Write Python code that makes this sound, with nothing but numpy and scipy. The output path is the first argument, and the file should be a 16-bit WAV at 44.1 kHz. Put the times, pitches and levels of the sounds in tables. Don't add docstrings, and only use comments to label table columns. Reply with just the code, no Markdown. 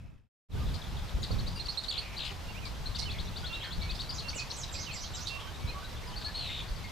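import sys
import numpy as np
from scipy import signal
from scipy.io import wavfile
from scipy.ndimage import uniform_filter1d

SR = 44100
rng = np.random.default_rng(int(sys.argv[2]) if len(sys.argv) > 2 else 0)


def nominal_scale(level):
    x = np.asarray(level, float) / 20
    return 10 ** x


def master_out(mix):
    frames = np.transpose(np.atleast_2d(mix))
    ceiling = np.clip(frames, -1, 1)
    pcm = np.round(ceiling * 32767).astype(np.int16)
    wavfile.write(sys.argv[1], SR, pcm)


N = 304731
CLOCK = np.arange(N) / SR


def evened(x):
    return x / np.sqrt(np.mean(x ** 2) + 1e-20)


def add(mix, s, sound, pan_db):
    part = mix[:, round(s * SR):][:, :len(sound)]
    part += sound[:part.shape[1]] * nominal_scale(np.array([[pan_db / 2], [-pan_db / 2]]))


def whistle(hz, overtone_db, rough):
    white = rng.standard_normal((len(hz), 2))
    shake = evened(signal.oaconvolve(white, np.hanning(70)[:, None], "same")).T
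    turns = 2 * np.pi * np.cumsum(hz * (1 + 0.034 * rough * shake[0])) / SR
    tone = np.sin(turns) + nominal_scale(overtone_db) * np.sin(2 * turns)
    return np.sqrt(2) * tone * (1 + rough * shake[1])


def bird(notes, pan_db, knee, bend, overtone_db, rough, swell_db=0., snap_db=-99, edge=0.29):
    out = np.zeros((2, N))
    for s, length, start_hz, turn_hz, end_hz, db in notes:
        u = np.linspace(0, 1, round(length * SR))
        rise = np.clip(1 - u / knee, 0, 1)
        fall = np.clip((u - knee) / (1 - knee), 0, 1)
        hz = turn_hz + (start_hz - turn_hz) * rise ** bend + (end_hz - turn_hz) * fall ** bend
        tone = whistle(hz, overtone_db - 2 * swell_db * rise, rough) * nominal_scale(db - swell_db * rise)
        add(out, s, tone * signal.windows.tukey(len(u), edge), pan_db)
        snap = whistle(np.linspace(1.2 * turn_hz, 2300, 340), 0.1, rough) * np.hanning(340)
        add(out, s + length - .005, nominal_scale(db + snap_db) * snap, pan_db)
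    return out


def arched(notes, start, end):
    return [(s, length, start * hz, hz, end * hz, db) for s, length, hz, db in notes]


def slid(notes):
    return [(s, length, a, np.sqrt(a * b), b, db) for s, length, a, b, db in notes]


# [top t/s, rise t/s, start f/Hz, top f/Hz, level/dB]
CHIPS = [(1.32, 0.014, 4110, 4620, -42), (1.401, 0.018, 3720, 4520, -43), (1.484, 0.021, 3700, 4810, -42),
         (1.663, 0.0087, 4300, 4740, -38.5), (2.187, .022, 3950, 4660, -39), (2.96, 0.014, 3370, 4660, -37),
         (3.034, .016, 3770, 4510, -39), (3.119, 0.024, 3300, 4440, -42.5),
         (3.204, 0.022, 3250, 4340, -41.5), (3.289, 0.021, 3380, 4290, -48),
         (3.377, 0.02, 3430, 4700, -41.5), (3.472, .032, 3300, 4300, -42), (3.552, 0.026, 3500, 3920, -40),
         (3.65, .031, 3250, 4430, -43), (3.734, 0.028, 3305, 4410, -42.5), (3.826, 0.017, 3610, 4420, -39),
         (3.913, 0.021, 3540, 4650, -39.5), (4.012, 0.022, 3490, 4610, -36.5),
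         (4.103, 0.013, 4540, 4880, -35.5), (4.2, 0.019, 3910, 4510, -38), (4.297, .016, 4260, 4710, -36),
         (4.402, 0.015, 4150, 4520, -39), (4.514, .012, 3850, 4510, -37), (4.64, 0.009, 3410, 4020, -40)]


def chips():
    out = np.zeros((2, N))
    drop_s, drop_hz, drop_db = .012, 2150, -13
    for top_s, rise_s, start_hz, top_hz, db in CHIPS:
        t = np.arange(-rise_s, drop_s, 1 / SR)
        done, fall = np.clip(1 + t / rise_s, 0, 1), np.clip(t / drop_s, 0, 1)
        climb = np.sin(np.pi / 2 * done ** (1 + 48 * rise_s))
        swell_db = (10 - 270 * rise_s) * (1 - done)
        hz = start_hz + (top_hz - start_hz) * climb + (drop_hz - top_hz) * fall ** 1.4
        octave_db = -27 + 35 * fall ** 1.8 + rng.uniform(-5, 6)
        level = nominal_scale(db - swell_db + drop_db * fall) * signal.windows.tukey(len(t), .22)
        add(out, top_s - rise_s, whistle(hz, octave_db, .26) * level, 5.3)
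    return out


# [t/s, length t/s, turning f/Hz, level/dB]
SOFT_CHIPS = [(2.857, 0.019, 4270, -39.5), (4.907, 0.0306, 4440, -47), (5.138, 0.02673, 3920, -45.5),
              (5.252, 0.025, 3830, -48), (5.541, 0.01408, 3780, -51.5), (5.671, 0.033, 4150, -45.5),
              (5.842, 0.021, 4020, -48), (5.963, 0.014, 3570, -50), (6.213, 0.008, 4020, -48),
              (6.606, 0.012, 4522, -57), (6.68, 0.015, 4620, -51.5), (6.754, 0.027, 4700, -55),
              (6.84, 0.017, 4600, -53.7)]


def soft_chips():
    return bird(arched(SOFT_CHIPS, .93, 0.97), 4.5, knee=0.68, bend=1.14, overtone_db=-22, rough=0.17,
                swell_db=1.5, snap_db=-24)


# [t/s, length t/s, turning f/Hz, level/dB]
HOOKS = [
    (6.16, 0.029, 4580, -42.5),
    (6.243, 0.032, 4390, -38.5),
]


def hooks():
    return bird(arched(HOOKS, .9, 0.97), 4.2, knee=0.67, bend=2.15, overtone_db=-24, rough=0.22,
                swell_db=0.5, snap_db=-28)


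# [t/s, length t/s, turning f/Hz, level/dB]
ARCHES_RIGHT = [
    (1.594, 0.025, 4270, -38),
    (1.683, 0.025, 4440, -34.5),
    (1.772, 0.024, 4290, -32.5),
    (1.881, 0.02749, 4500, -33.5),
    (1.976, 0.024, 4480, -33.5),
]


def rival():
    return bird(arched(ARCHES_RIGHT, .79, .81), -9, knee=.55, bend=3.2, overtone_db=-24, rough=.1)


# [t/s, length t/s, f/Hz, level/dB]
HELD = [(2.481, 0.04, 2790, -53), (3.488, 0.11, 2760, -50), (3.591, .11, 3210, -55),
        (3.806, 0.081, 2288, -55), (4.236, 0.067, 2750, -53.5), (4.376, 0.059, 2523, -47.5),
        (4.773, 0.057, 2155, -56), (5.288, 0.1, 2737, -48.5), (5.384, .13, 3124, -57.5),
        (5.682, 0.04, 2510, -54)]
# [t/s, length t/s, start f/Hz, end f/Hz, level/dB]
SLIDES = [(2.54, 0.062, 2200, 3020, -53.5), (2.615, 0.07, 2610, 2200, -55.5),
          (3.052, 0.031, 3080, 2940, -48.5), (3.08, .022, 2800, 2510, -49),
          (3.885, 0.041, 2500, 2550, -52.5), (4.328, 0.028, 2130, 2930, -50),
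          (4.86, 0.0413, 3130, 2550, -50), (4.895, 0.025, 2528, 2540, -48.5),
          (4.937, 0.03908, 2310, 1960, -56)]


def clear_whistles():
    return bird(arched(HELD, 0.99, 0.99) + slid(SLIDES), -13.5, knee=.5, bend=0.8, overtone_db=-25,
                rough=0.14, edge=0.38)


def vibrato(t, lag_turns, lag_s):
    return 71 * t - lag_turns * (1 - np.exp(-t / lag_s))


def trill(s, t, hz, swing_hz, db, turns, pan_db, tops_db, down_db, rough):
    height = 2 / np.pi * np.arcsin(.95 * np.cos(2 * np.pi * turns))
    stress_db = tops_db * height + down_db * np.sin(2 * np.pi * turns)
    stress_db = stress_db * np.minimum(swing_hz / 300, 1)
    tone = whistle(hz + swing_hz * height, -24, rough) * nominal_scale(db + stress_db)
    out = np.zeros((2, N))
    add(out, s, tone * signal.windows.tukey(len(t), .08), pan_db)
    return out


# [t/s, length t/s, opening centre f/Hz, level/dB]
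TRILLS = [
    (1.91, 0.093, 3820, -38.5),
    (2.189, 0.13, 3680, -38),
]


def near_trills():
    out = np.zeros((2, N))
    for s, length, hz, db in TRILLS:
        t = np.arange(0, length, 1 / SR)
        centre = hz * (1 - .4 * (1 - np.exp(-t / 0.075)))
        turns = .13 + vibrato(t, lag_turns=.44, lag_s=.02)
        out += trill(s, t, centre, 0.32 * centre, db - 67 * t, turns, 7.49, tops_db=6.4, down_db=4.5,
                     rough=0.1185)
    return out


# [t/s, level/dB, left-right level/dB, centre f/Hz]
SCOLDS = [(0.7448, -39.5, 11, 4320), (1.0863, -47, 4, 3710), (1.2344, -35, 8, 4140),
          (1.8402, -37, 10.5, 4120), (2.2538, -35.5, 10.5, 4040), (2.656, -39, 12.5, 4300),
          (2.9927, -30.5, -11, 4600), (3.954, -39.5, -8, 4340), (5.2748, -31.5, -9.5, 4260),
          (5.3987, -42, -1, 3040), (6.2176, -41, 2, 4100)]


def scolds():
    out, t = np.zeros((2, N)), np.arange(2200) / SR
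    gap_s, rise_s, rasp_db = .0035, 0.0093, -14.5
    band = signal.butter(3, [3000, 8800], "band", fs=SR, output="sos")
    for s, db, pan_db, hz in SCOLDS:
        heap = nominal_scale(rasp_db) * evened(signal.sosfilt(band, rng.standard_normal(len(t))))
        for k, (late, top, step) in enumerate(rng.random((12, 3))):
            fall_hz = hz * np.geomspace(1 + .42 * top, .8, 400)
            fall = nominal_scale(-7.0 * step) * whistle(fall_hz, -28, .8) * np.hanning(400)
            at = round((k + late) * gap_s * SR)
            room = heap[at:at + 400]
            room += fall[:len(room)]
        u = t / rise_s
        add(out, s - .009, nominal_scale(db - 5.0) * heap * u * np.exp(1 - u), pan_db)
    return out


# [t/s, centre f/Hz, swing f/Hz, level/dB]
FAR_TRILL = [
    (6.34, 3945, 30, -34),
    (6.364, 4364, 150, -37.5),
    (6.44, 4053, 180, -42.5),
    (6.505, 3620, 200, -43),
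    (6.563, 3730, 250.6, -42.5),
    (6.625, 3510, 250, -42.5),
]
UNDER_DB = [-12, -15.5, -4, -7, -8, -4]


def far_trill():
    s, *columns = np.transpose(FAR_TRILL)
    t = np.arange(s[0], s[-1], 1 / SR)
    hz, swing_hz, db = (np.interp(t, s, c) for c in columns)
    turns = vibrato(t - 6.34, lag_turns=2.05, lag_s=.1) + .15
    rough = np.interp(t, s[[1, 3]], [.18, .32])
    upper = trill(s[0], t, hz, swing_hz, db, turns, 1.94, tops_db=3.4, down_db=6, rough=rough)
    under_db = db + np.interp(t, s, UNDER_DB)
    under = trill(s[0], t, .76 * hz, 420, under_db, turns, 2.1, tops_db=0.3, down_db=1.4, rough=0.97)
    return upper + under


# [t/s, turning f/Hz, level/dB]
PIPS = [
    (.515, 3550, -60),
    (.664, 3550, -52),
    (.814, 3530, -49),
    (0.966, 3500, -49),
]


def pips():
    notes = []
    for s, hz, db in PIPS:
        for k in range(3):
            notes.append((s + k * .025, .015 - k * .002, hz, db - 3 * k))
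    return bird(arched(notes, 1.14, 0.91), 3, knee=0.5, bend=0.96, overtone_db=-30, rough=0.073)


# [t/s, length t/s, start f/Hz, end f/Hz, level/dB]
STRAYS = [(1.218, 0.015, 6800, 6400, -52.5), (1.556, 0.055, 2780, 2837, -51),
          (4.747, 0.015, 2590, 2340, -46), (4.909, .015, 3180, 3000, -47),
          (5.034, 0.023, 3170, 3244, -49.5), (6.064, 0.034, 5100, 4780, -53),
          (6.25, 0.068, 1690, 1743, -51.5), (6.488, .032, 2096, 2120, -50), (6.834, 0.043, 2155, 2136, -48),
          (1.735, 0.028, 3950, 3100, -52), (1.905, 0.016, 4000, 3210, -36.5),
          (.56, .03, 1450, 1620, -56), (1.548, 0.044, 4830, 4660, -47), (2.979, 0.014, 2100, 2110, -54),
           (3.012, .035, 2150, 2220, -55), (3.245, 0.02, 5750, 5780, -56),
           (4.353, 0.038, 2880, 2900, -48.5), (4.69, 0.012, 3750, 3850, -49),
           (4.92, 0.026, 2850, 2500, -51), (5.141, 0.023, 3150, 2900, -52), (5.608, 0.082, 2260, 2290, -57),
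           (5.722, 0.025, 2200, 2100, -57), (5.67, .035, 880, 1026, -55), (6.02, .025, 5600, 6100, -63),
           (6.029, .02, 2000, 2380, -53), (6.07, .055, 1000, 994, -52.5), (6.093, .012, 4800, 4150, -54),
           (6.121, .035, 2950, 3190, -52), (6.211, .03, 1560, 1540, -58), (2.12, .06, 2000, 2300, -62)]


def strays():
    return bird(slid(STRAYS), 3, knee=0.516, bend=0.9, overtone_db=-16, rough=0.27, edge=0.56)


# [t/s, length t/s, turning f/Hz, level/dB]
COOS = [(.599, 0.034, 1214, -55), (1.026, 0.034, 1349, -57), (3.428, 0.032, 1470, -51),
        (3.509, 0.03972, 1355, -54), (3.669, 0.038, 1580, -53), (5.175, 0.036, 1486, -56),
        (5.352, 0.052, 1144, -53.5), (5.418, 0.043, 1124, -52.5), (5.457, 0.045, 1550, -57),
        (5.741, 0.057, 1146, -48.5), (5.822, .052, 1530, -56)]


def coos():
    return bird(arched(COOS, 0.98, 0.99), -6.0, knee=0.67, bend=1, overtone_db=-32.5, rough=0.065)


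# [t/s, level/dB]
REFRAINS = [
    (4.719, -46.5),
    (4.929, -47.5),
    (5.136, -47.5),
]
# [t/s, length t/s, start f/Hz, end f/Hz, level/dB]
REFRAIN = [
    (.009, .016, 7330, 5440, -0.56),
    (.024, .028, 5510, 4010, -0.18),
    (0.062, .022, 4800, 6300, -0.52),
    (.083, 0.023, 6230, 6040, -3.1),
]


def refrains():
    heads = [(s, 0.037, 7500, db - 3) for s, db in REFRAINS]
    held = bird(arched(heads, 1.002, 0.995), -7, knee=0.58, bend=1, overtone_db=-43, rough=0.09)
    notes = []
    for s, db in REFRAINS:
        for after, length, start_hz, end_hz, step_db in REFRAIN:
            notes.append((s + after, length, start_hz, end_hz, db + step_db))
    return held, bird(slid(notes), -10, knee=0.46, bend=0.91, overtone_db=-46, rough=0.39)


# [t/s, length t/s, start f/Hz, end f/Hz, level/dB]
SEEPS = [(4.133, 0.058, 7150, 4460, -51), (4.282, 0.022, 5350, 6070, -47), (4.34, 0.078, 8400, 4370, -48.5),
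         (4.493, 0.03, 5600, 5630, -51.5), (4.519, .028, 6120, 6100, -51), (4.555, 0.089, 8570, 4870, -50),
         (4.74, 0.0077, 3150, 5738, -41), (4.813, 0.028, 5700, 3660, -48), (5.023, 0.031, 5800, 3650, -48)]


def seeps():
    return bird(slid(SEEPS), -10, knee=0.46, bend=0.91, overtone_db=-46, rough=0.39)


# [t/s, length t/s, start f/Hz, end f/Hz, level/dB]
FAINT = [
    (3.6, .06, 3200, 1400, -49),
    (1.7, 0.025, 4910, 5200, -50),
    (2.005, .058, 2700, 2300, -53),
    (2.09, 0.066, 2400, 2290, -54),
    (3.1, 0.0702, 2680, 2050, -53.5),
]


def faint_calls():
    return bird(slid(FAINT), .5, knee=0.505, bend=0.97, overtone_db=-36, rough=0.29)


def marsh(x, t60, wet_db, steady, size):
    slots = np.arange(150, SR // 2, 22)
    at = slots + rng.integers(0, 22, (2, len(slots)))
    taps = np.zeros((2, SR // 2 + 22))
    np.put_along_axis(taps, at, rng.choice([-1., 1.], at.shape) * nominal_scale(-60 * at / SR / t60), 1)
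    taps += 0.56 * taps[::-1]
    sway = steady + 0.79 * evened(signal.oaconvolve(rng.standard_normal(N), np.hanning(size), "same"))
    spread = (1.01 * x + 0.34 * x[::-1]) * sway
    return x + nominal_scale(wet_db) * signal.fftconvolve(spread, taps / np.linalg.norm(taps[0]), axes=1)[:, :N]


def read(points, hz):
    f, value = np.transpose(points)
    return np.interp(np.log(hz + 1), np.log(f + 1), value)


# [f/Hz, likeness 0-1]
SAME = [(25, .95), (60, .6), (130, .12), (300, .25), (600, .55), (1000, .55), (4000, .66), (9000, .62)]


def noise(field_db, patchy_db, flicker_db, size=1024, wide=8, count=N):
    hz = np.fft.rfftfreq(size, 1 / SR)[:, None]
    t = np.arange(4 * count // size + 5) * size / 4 / SR
    a, b, c, d, *patches = rng.standard_normal((len(t), len(hz), 6)).T
    patches = evened(uniform_filter1d(uniform_filter1d(np.array(patches), wide, 1), 6, 2))
    flicker = evened(uniform_filter1d(rng.standard_normal((len(t), 2)).T, 3, 1))[:, None]
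    same, left = np.clip(read(SAME, hz), -1, 1), a + 1j * b
    right = same * left + np.sqrt(1 - same ** 2) * (c + 1j * d)
    z = np.array([left, right])
    z *= nominal_scale(field_db(hz, t) + patchy_db * patches + flicker_db * flicker)
    return evened(signal.istft(z, nperseg=size, noverlap=3 * size // 4)[1][:, :count])


# [t/s, level/dB]
WIND = [(.55, -33.5), (.76, -37), (.81, -48), (.9, -37.5), (1.11, -46), (1.17, -34), (1.28, -41.5),
        (1.33, -33), (1.77, -49), (3.25, -40), (3.7, -47), (3.79, -40), (3.95, -41), (4.41, -46.5),
        (5.58, -45), (5.681, -38.5), (5.8, -46.5), (6.8, -43.5)]
# [f/Hz, level/dB per Hz]
WIND_TONE = [(12, -41), (20, -8.5), (43, 0.5), (81, -0.5), (173, -9), (260, -21.5), (600, -35.5),
             (1000, -61.5)]
# [t/s, peak level/dB, left-right level/dB, f/Hz]
BUFFETS = [(0.566, -39, 1.0, 45.8), (0.621, -27, -3, 134), (1.148, -21.5, 5, 50.86), (1.307, -21, -11, 72),
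           (3.41, -30, 15, 57), (3.776, -22, 10, 51), (3.916, -21.5, 10, 52.7), (4.736, -29, 1, 81),
           (5.644, -18, -5.5, 73.4), (6.705, -18.5, -1.0, 43.13)]


def wind():
    s, level_db = np.transpose(WIND)

    def field_db(hz, t):
        gust_db = np.interp(t, s, level_db) + 42.5
        return read(WIND_TONE, hz) + 0.29 * gust_db * np.clip(np.log2(hz / 130 + 0.009), 0, 2.2)

    out = noise(field_db, 1.57, 1.55, size=2048, wide=2) * nominal_scale(np.interp(CLOCK, s, level_db) + 9.0)
    for s, db, pan_db, hz in BUFFETS:
        u = np.arange(3000) / SR * hz
        add(out, s, nominal_scale(db + 13.5) * np.sin(2 * np.pi * u) * u * np.exp(-2.2 * u), pan_db)
    return out


# [t/s, peak level/dB]
FLAPS = [
    (0.546, -37),
    (0.658, -40),
    (1.184, -39),
    (1.303, -33),
    (3.202, -43),
    (3.783, -50),
    (4.357, -40),
]


def flaps():
    out, t = np.zeros((2, N)), np.arange(1500) / SR
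    band = signal.butter(2, [150, 650], "band", fs=SR, output="sos")
    for (s, db), pan_db in zip(FLAPS, rng.uniform(-25, 6, len(FLAPS))):
        puff = evened(signal.sosfilt(band, rng.standard_normal(len(t))))
        add(out, s, nominal_scale(db - 2.0) * puff * t / 0.0066 * np.exp(1 - t / 0.0044), pan_db)
    return out


# [f/Hz, level/dB per Hz]
REEDS = [(120, -51), (200, -6.5), (355, -8), (966, -6.5), (1810, -12.5), (3830, -12.5), (5100, -16),
         (9890, -29)]
# [t/s, level/dB]
REEDS_DB = [(.5, -42), (3.5, -41), (6.91, -41)]


def reeds():
    hiss = noise(lambda hz, t: read(REEDS, hz) + 0 * t, 1.62, 0.83)
    return hiss * nominal_scale(np.interp(CLOCK, *np.transpose(REEDS_DB)))


# [f/Hz, level/dB per Hz]
EARLIER = [(12, -36.5), (20, -6), (97, -1), (178, -9), (357, -27.5), (2480, -36), (9900, -55.5),
           (15000, -58)]
# [t/s, level/dB]
FADE_OUT = [(0, -2), (.1, -5.5), (.2, -14), (.27, -26.5), (.289, -45)]


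def earlier_view():
    t = CLOCK[:SR // 3]
    air = nominal_scale(-43) * noise(lambda hz, t: read(EARLIER, hz) + 0 * t, 2.5, 0.66, count=len(t))
    throb = np.exp(2.0 * (np.cos(2 * np.pi * 51 * (t - .003)) - 1))
    frog = nominal_scale(-65) * throb * whistle(2600 + 0 * t, -10.0, 0.37)
    out = (air + frog) * nominal_scale(np.interp(t, *np.transpose(FADE_OUT), right=-200))
    return np.pad(out, ((0, 0), (0, N - len(t))))


# [t/s, level/dB]
FADE_IN = [(.487, -47), (.5, -24), (.52, -16.5), (.55, -8.5), (.6, -6)]


def scene():
    singer, answer, clear = chips(), rival(), clear_whistles()
    rattles = nominal_scale(-1.5) * near_trills()
    scattered = pips() + strays()
    refrain_heads, refrain_figures = refrains()
    near = 0.91 * singer + soft_chips() + hooks()
    near += .55 * answer + 0.65 * clear
    near += 0.63 * rattles + scolds() + nominal_scale(-2.0) * far_trill()
    near += 0.76 * scattered + coos() + refrain_heads
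    far = seeps() + refrain_figures + faint_calls()
    birds = marsh(near, 0.27, -5.5, 0.59, size=110) + nominal_scale(-4.5) * marsh(far, 0.25, 4.9, 0.36, size=80)
    birds += 0.09 * singer + 0.49 * clear + 0.33 * scattered + 0.34 * (answer + .45 * rattles)
    fade_in = nominal_scale(np.interp(CLOCK, *np.transpose(FADE_IN), left=-200))
    return birds + earlier_view() + (wind() + flaps() + reeds()) * fade_in


def low_pass(x):
    return signal.sosfilt(signal.butter(12, 15700, fs=SR, output="sos"), x)


def record(dry):
    mid, side = dry.mean(0), (dry[0] - dry[1]) / 2
    side = signal.oaconvolve(side, signal.firwin(255, 11300, fs=SR), "same")
    hz, t, z = signal.stft(mid, SR, nperseg=1024, noverlap=512)
    band = np.clip((hz - 14550) // 385 + 1, 0, 4).astype(int)
    frames = len(t) // 2 + 1
    luck = .6 * rng.random((frames, 1)) + .4 * rng.random((frames, 5))
    kept = luck < [9, .5, .36, .33, 0]
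    gain = kept * nominal_scale(np.array([0, -2, -6, -9, 0]))
    gain = gain.repeat(2, 0)[:len(t), band].T
    mid = signal.istft(z * gain, SR, nperseg=1024, noverlap=512)[1][:N]
    return low_pass(np.array([mid + side, mid - side]))


dry = scene()
out = record(dry)
master_out(out)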